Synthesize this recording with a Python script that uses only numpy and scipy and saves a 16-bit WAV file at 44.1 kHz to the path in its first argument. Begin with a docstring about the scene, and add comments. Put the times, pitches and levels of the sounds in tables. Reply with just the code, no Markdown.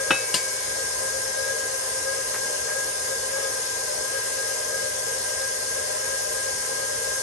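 """A stand mixer works floury dough in a steel bowl, close to a two-port microphone.
From the start, gear teeth whine, growl and shake the cast housing over mains hum and cooling air,
and the load on the hook slows and frees the shaft about three times a second. In the first half second
a steel cup knocks twice at the rim. Between two and four seconds the dough thumps softly three times.
The gears groan under load now and then, hardest near four seconds and again around six."""
import sys
import numpy as np
from scipy import signal
from scipy.fft import rfft, irfft, next_fast_len
from scipy.io import wavfile
from scipy.ndimage import uniform_filter1d, map_coordinates

SR = 44100
rng = np.random.default_rng(int(sys.argv[2]) if len(sys.argv) > 2 else 0)


def generate_wav(signal):
    """Clip the signal to [-1, 1] and save it as 16-bit WAV at the path in sys.argv[1]."""
    frames = np.transpose(np.atleast_2d(signal))
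    scaled = np.clip(frames, -1, 1) * 32767
    pcm = np.round(scaled).astype(np.int16)
    wavfile.write(sys.argv[1], SR, pcm)


N = 318472

# Phase between the microphone ports. Each row: frequency in Hz, left lead in radians.
PORT_PHASE = [(60, 0), (7500, .2), (8500, -.3), (9700, -2.6), (10200, -3.14), (10500, -3.2), (11000, -4.2),
              (11350, -6.28)]


def amp(db):
    return 10 ** (np.asarray(db) / 20)


def unit_rms(x):
    return x / np.sqrt(np.mean(x ** 2) + 1e-20)


def along(hz, points_hz, values):
    """Values read on a log frequency axis."""
    return np.interp(np.log(hz + 1), np.log(np.asarray(points_hz) + 1), values)


def wobble(rate):
    """A smooth random curve, rate knots a second."""
    return map_coordinates(rng.standard_normal(int(N * rate / SR) + 4), [np.arange(N) * rate / SR])


def filtered(x, response):
    """x shaped by a complex frequency response."""
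    size = next_fast_len(x.shape[-1] + SR // 4)
    return irfft(rfft(x, size) * response(np.fft.rfftfreq(size, 1 / SR)), size)[..., :x.shape[-1]]


def ports(pan_db, lead):
    """Complex gains of the left and right port, mean power 1; positive pan is to the left."""
    half = amp(pan_db / 2) * np.exp(.5j * lead)
    return np.array([half, 1 / half]) / np.sqrt((abs(half) ** 2 + abs(half) ** -2) / 2)


def peak(f, centre, width):
    """A resonance passed twice, so that its skirts are steep."""
    return (1j * f * width / (centre ** 2 - f * f + 1j * f * width)) ** 2


def resonate(x, modes):
    """x rung through a bank of panned resonances."""
    return filtered(x, lambda f: sum(amp(db) * ports(pan_db, lead)[:, None] * peak(f, hz, width)
                                     for hz, width, db, pan_db, lead in modes))


def tones(rows, cycles, drift, locked=False):
    """Stereo sines at multiples of a cycle count, drifting in level and phase; locked ones slip as one."""
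    out = np.zeros((2, N))
    shared_slip = 2 * np.pi * rng.random() + drift * wobble(6)
    for multiple, db, pan_db, lead in rows:
        slip = shared_slip if locked else 2 * np.pi * rng.random() + drift * wobble(6)
        phase = 2 * np.pi * multiple * cycles + slip - lead / 2
        level = amp(db + 4 * drift * wobble(4))
        out += np.real(ports(pan_db, lead)[:, None] * level * np.exp(1j * phase))
    return np.sqrt(2) * out


def burst(t, low_hz, high_hz, rise, t60):
    """A stereo puff of noise between two soft band edges."""
    noise = 0.42 * rng.standard_normal((2, len(t))) + rng.standard_normal(len(t))
    band = unit_rms(filtered(noise, lambda f: f * f / (f * f + low_hz ** 2) / (1 + (f / high_hz) ** 4)))
    return band * (1 - np.exp(-t / rise)) * amp(-60 * t / t60)


def drive():
    """Shaft turns so far and gear levels; once a hook turn the dough slows the shaft and ducks the gears."""
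    # The ride under the hook's swing. Each row: time in seconds, shaft turns a second,
    # whine level in dB, growl level in dB.
    ride = [(0, 8.723, -34.6, -33.0), (0.25, 8.638, -39.1, -40.1), (0.45, 8.593, -43.0, -44.3),
            (1.4, 8.664, -37.1, -38.3), (1.6, 8.778, -34.2, -36.9), (1.8, 8.542, -45.2, -43.3),
            (2.15, 8.71, -37.6, -37.0), (2.45, 8.626, -39.3, -43.0), (2.75, 8.696, -35.6, -41.0),
            (2.9, 8.707, -37.4, -40.3), (3.05, 8.625, -41.7, -41.4), (3.2, 8.666, -40.5, -41.0),
            (3.4, 8.759, -38.1, -34.4), (3.55, 8.592, -41.4, -41.8), (3.8, 8.579, -42.1, -44.8),
            (3.95, 8.521, -43.5, -45.4), (4.15, 8.699, -38.3, -38.0), (4.3, 8.646, -40.9, -40.8),
            (4.65, 8.653, -38.2, -40.6), (4.8, 8.654, -38.5, -40.0), (5.0, 8.586, -42.7, -43.2),
            (5.35, 8.638, -37.6, -41.5), (5.5, 8.609, -40.2, -43.2), (6.1, 8.653, -38.9, -41.4),
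            (6.7, 8.622, -40.1, -41.0), (6.95, 8.688, -37.2, -39.2), (7.22, 8.599, -40.8, -43.7)]
    # Swells of the groan. Each row: time in seconds, level in dB.
    groan_swells = [(0.3, -51), (1.3, -55), (1.55, -40), (1.8, -55), (2.35, -51), (2.57, -39.5),
                    (2.8, -43.5), (3.8, -51), (3.95, -32), (4.1, -51), (4.93, -38), (5.2, -49), (5.8, -44),
                    (5.95, -34.5), (6.15, -47), (6.3, -36), (6.65, -59), (6.8, -40), (7.22, -45)]
    hook_hz, first_free_s, swing_hz, swing_db = 2.995, .107, .048, 2.4
    t = np.arange(N) / SR
    free = np.cos(2 * np.pi * hook_hz * (t - first_free_s))  # 1 running free, -1 deep in the dough
    times, *columns = np.transpose(ride)
    shaft_hz, whine_db, growl_db = (np.interp(t, times, column) for column in columns)
    turns = np.cumsum(shaft_hz + swing_hz * free) / SR
    groan_db = np.interp(t, *np.transpose(groan_swells))
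    return turns, whine_db + swing_db * free, growl_db + swing_db * free, groan_db


def air_rush(level_db=-16, patchy_db=1.2, ripple_db=2):
    """A faintly patchy noise bed of cooling air and brushes; hard walls ripple its spectrum."""
    # Each row: frequency in Hz, relative level in dB, pan in dB, left-right likeness from 0 to 1.
    spectrum = [(33, -34, 1, .97), (55, -12, 2, 1), (245, -22, 0, 0.64), (542, -8, 4.5, 0.99),
                (770, -11.5, 0, 0.71), (1080, -13, -3.5, 0.76), (1140, -25, 2, 0.99),
                (1230, -16.5, 2, 0.098), (1710, -10.5, -3.5, 0.65), (2380, -17, 2, 0.16),
                (3970, -16, 1.5, 0.6), (4960, -12, 6, 0.59), (8680, -10.5, -0.5, 0.74),
                (8900, -7.5, 1.5, 1), (10800, -9.5, -5, 1), (11630, -15.5, 8, 0.69), (11800, -26, -3, 0.97),
                (12500, -80, 2, 1)]
    hz, db, pan_db, alike = np.transpose(spectrum)
    grains = signal.stft(rng.standard_normal((2, N)), nperseg=512)[2]
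    patches = uniform_filter1d(rng.standard_normal(grains.shape[1:]), size=6, axis=0)
    patches = uniform_filter1d(patches, size=14, axis=1)
    noise = signal.istft(grains * amp(patchy_db * unit_rms(patches)), nperseg=512)[1][:, :N]
    knots = rng.standard_normal((2, 1000))
    ripple = lambda f, row: map_coordinates(knots[row], [f / 35]) * (f > 400)
    spread = lambda f: np.arccos(np.clip(along(f, hz, alike), 0, 1)) / 2
    colour = lambda f: amp(along(f, hz, db) + ripple_db * ripple(f, 0))
    mid, side = filtered(noise, lambda f: colour(f) * [np.cos(spread(f)), np.sin(spread(f))])
    scatter = lambda f: 5.0 * spread(f) * ripple(f, 1)  # reflections scatter the phase between the ports
    place = lambda f: ports(along(f, hz, pan_db), along(f, *np.transpose(PORT_PHASE)) + scatter(f))
    return amp(level_db) * filtered(np.array([mid + side, mid - side]), place)


def motor_hum(groan_db):
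    """The motor hums on the mains; its highest tone swells with the groan."""
    # Each row: pitch in Hz, level in dB (the last relative to the groan), pan in dB, left lead in radians.
    partials = [(119.8, -58, 4, -0.1), (240.2, -61, 8, 0.5), (395.7, -54, 0, -0.3), (411.8, -55, 0, -0.2),
                (463.6, -50, -4, -0.2), (480.5, -53, -7, -1.3), (600.2, -1, 8, -2.5)]
    t = np.arange(N) / SR
    return tones(partials[:-1], t, drift=.2) + amp(groan_db) * tones(partials[-1:], t, drift=.3)


def dough_thumps():
    """Dough meets the bowl: a soft attack and no ring."""
    # Each row: start in seconds, level in dB, band centre in Hz.
    hits = [(2.334, -28, 1190), (2.675, -31, 1100), (3.36, -30.5, 710)]
    out, t = np.zeros((2, N + SR)), np.arange(SR // 3) / SR
    for start, db, hz in hits:
        thump = amp(db) * burst(t, 0.64 * hz, 1.8 * hz, rise=0.0096, t60=0.18)
        out[:, round(start * SR):][:, :len(t)] += thump
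    return out[:, :N]


def cup_knocks():
    """The cup hits the rim flat, then edge on: ringing steel, crack, thud and the kitchen's short tail."""
    # Each row: start in seconds, crack level in dB, crack t60 in seconds, tail level in dB,
    # brightness in Hz, pan in dB.
    hits = [(0.1059, -11, 0.027, -21.5, 2950, 2), (.3415, -16, 0.02, -21, 11200, 4)]
    # Ring of cup and bowl. Each row: pitch in Hz, t60 in seconds, dB hit flat, dB hit edge on.
    steel_modes = [(785, .08, -20, -38), (1010, .15, -45, -28), (1300, .05, -14, -33),
                   (1443, .25, -30, -50), (1590, .09, -16.5, -40), (2249, 2.2, -40, -45),
                   (2602, .32, -18.5, -45), (2860, .035, -26, -13), (2975, .09, -19, -30),
                   (3575, .16, -30, -45), (3852, .32, -27.5, -45), (4130, .08, -45, -23),
                   (4506, .2, -45, -27), (4590, .21, -45, -26), (4752, .19, -45, -26), (5063, .2, -45, -25),
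                   (5599, .3, -32, -45), (6722, .14, -45, -24), (7609, .35, -50, -29),
                   (8870, .04, -50, -16)]
    out, t = np.zeros((2, N + SR)), np.arange(SR) / SR
    for k, (start, crack_db, crack_t60, tail_db, bright_hz, pan_db) in enumerate(hits):
        ring = np.zeros((2, len(t)))
        for hz, t60, *levels_db in steel_modes:
            decay = amp(levels_db[k] + rng.normal(0, 1.2, (2, 1)) - 60 * t / t60)
            ring += decay * np.sin(2 * np.pi * (hz * t + rng.random((2, 1)) / 4))
        crack = amp(crack_db) * burst(t, 0.1 * bright_hz, bright_hz, rise=0.00071, t60=crack_t60)
        thud = amp(crack_db - 10) * burst(t, 76, 600, rise=0.0015, t60=0.092)
        tail = amp(tail_db) * burst(t, 0.09 * bright_hz, bright_hz, rise=0.0019, t60=0.2)
        knock = ring * (1 - np.exp(-t / 0.00073)) + crack + thud + tail
        out[:, round(start * SR):][:, :len(t)] += knock * amp([[pan_db / 2], [-pan_db / 2]])
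    return out[:, :N]


def housing_rattle(turns, growl_db, low_db=-15.5, high_db=-16.0, sheen_db=-17):
    """Tooth errors, partly repeating every shaft turn, ring the housing and bowl."""
    # Each row: resonance in Hz, width in Hz, gain in dB, pan in dB, left lead in radians.
    body_modes = [(462, 40, -2, -3, -0.1), (538, 48, -4, 9, 1.2), (602, 45, -4, 7, -2.3),
                  (1035, 62, -8, 6, -1.9), (1614, 60, -3.5, 5, 0.4), (4360, 52, -7, 4, 2.2),
                  (4720, 70, -6, 9, -2.9), (5008, 51, -3, 2, -0.8), (5275, 66, -4, 9, -1),
                  (5345, 60, -3, 11, -1.7), (5630, 66, -3, 9, -0.6), (5932, 66, -5, 10, -2.7),
                  (6266, 85, 0, 14, 0.6), (6340, 80, -4, 8, .6), (6725, 53, -3, 4, -0.1),
                  (6850, 60, -6, 4, 0)]
    # Top resonances, reaching both ports as one wave. Each row: centre in Hz, width in Hz, gain in dB.
    sheen_modes = [(8774, 46, -2), (9022, 42, -4), (9216, 84, -3), (9517, 84, -2), (9969, 58, -1),
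                   (10228, 82, 0), (10605, 74, 1), (10949, 84, -5)]
    errors = rng.standard_normal(size=4096)
    loop = unit_rms(map_coordinates(errors, [turns % 1 * len(errors)], mode="grid-wrap"))
    shake = lambda repeat: np.sqrt(repeat) * loop + np.sqrt(1 - repeat) * rng.standard_normal(N)
    swell_db = 0.53 * (growl_db - growl_db.mean())  # a freer, faster shaft rattles louder
    low = resonate(amp(low_db + swell_db) * shake(repeat=.32), body_modes[:5])
    beat = 1 + .1 * sum(np.cos(2 * np.pi * k * turns) for k in (6, 30, 72))
    chatter = amp(.4 * wobble(5)) * beat * shake(repeat=.4)
    high = resonate(amp(high_db) * chatter, body_modes[5:])
    place = lambda f: ports(0, along(f, *np.transpose(PORT_PHASE)))
    colour = lambda f: sum(amp(db) * peak(f, hz, width) for hz, width, db in sheen_modes)
    sheen = filtered(amp(sheen_db) * chatter, lambda f: place(f) * colour(f))
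    return low + high + sheen


def off_centre_wheel(turns, runout_turns=.0012):
    """A wheel runs slightly off centre: one pair of tones warbles, another pulses with the shaft."""
    # Each row: multiple of the shaft rate, level in dB, pan in dB, left lead in radians.
    warble_tones = [(119, -47, 7, -2.2), (122, -53.5, 3, -.8)]
    pulse_tones = [(240, -52.5, -3, -2.4), (241, -53.5, -2, -2.2)]
    sway = runout_turns * np.cos(2 * np.pi * turns)
    warble = tones(warble_tones, turns + .035 + sway, drift=.3, locked=True)
    pulse = tones(pulse_tones, turns - .424, drift=.25, locked=True)
    return warble + pulse


def gear_teeth(turns, whine_db, growl_db, groan_db, flutter_db=.5, throb_db=2.5):
    """Meshing teeth sing: a high whine, a low growl, weaker throbbing tones and a groan under load."""
    # Each row: multiple of the shaft rate, relative level in dB, pan in dB, left lead in radians.
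    whine_tones = [(186, 1.8, 5.5, .4), (184, -20, 1, -.1), (188, -14, 4, .3), (180, -18, -1, 1.8)]
    growl_tones = [(61, -1.5, 9, 1.3), (62, -1.5, 9, 1.3)]
    throb_tones = [(144, -13.5, -1, -.3), (258, -16, 2, -1.4)]
    groan_tones = [(72, -6, 6, -2.3), (70, -9, 7, -2.3)]
    flutter = flutter_db * wobble(22)  # the teeth mesh unevenly
    # The offsets set the shaft angle at which a locked group falls in step.
    whine = amp(whine_db + flutter) * tones(whine_tones, turns - .01, drift=.12, locked=True)
    growl = amp(growl_db) * tones(growl_tones, turns - .07, drift=.25, locked=True)
    throb = amp(growl_db + throb_db * np.cos(2 * np.pi * turns)) * tones(throb_tones, turns, drift=.4)
    groan = amp(groan_db) * tones(groan_tones, turns, drift=.35)
    return whine + growl + throb + groan


def scene():
    """One shaft drives all the gear layers; air, hum, cup and dough join them."""
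    turns, whine_db, growl_db, groan_db = drive()
    gears = housing_rattle(turns, growl_db) + gear_teeth(turns, whine_db, growl_db, groan_db)
    gears += off_centre_wheel(turns)
    return gears + air_rush() + motor_hum(groan_db) + cup_knocks() + dough_thumps()


def record(dry, top_hz=12775):
    """A brick-wall low-pass on the whole mix."""
    return filtered(dry, lambda hz: hz < top_hz)


dry = scene()
out = record(dry)
generate_wav(out)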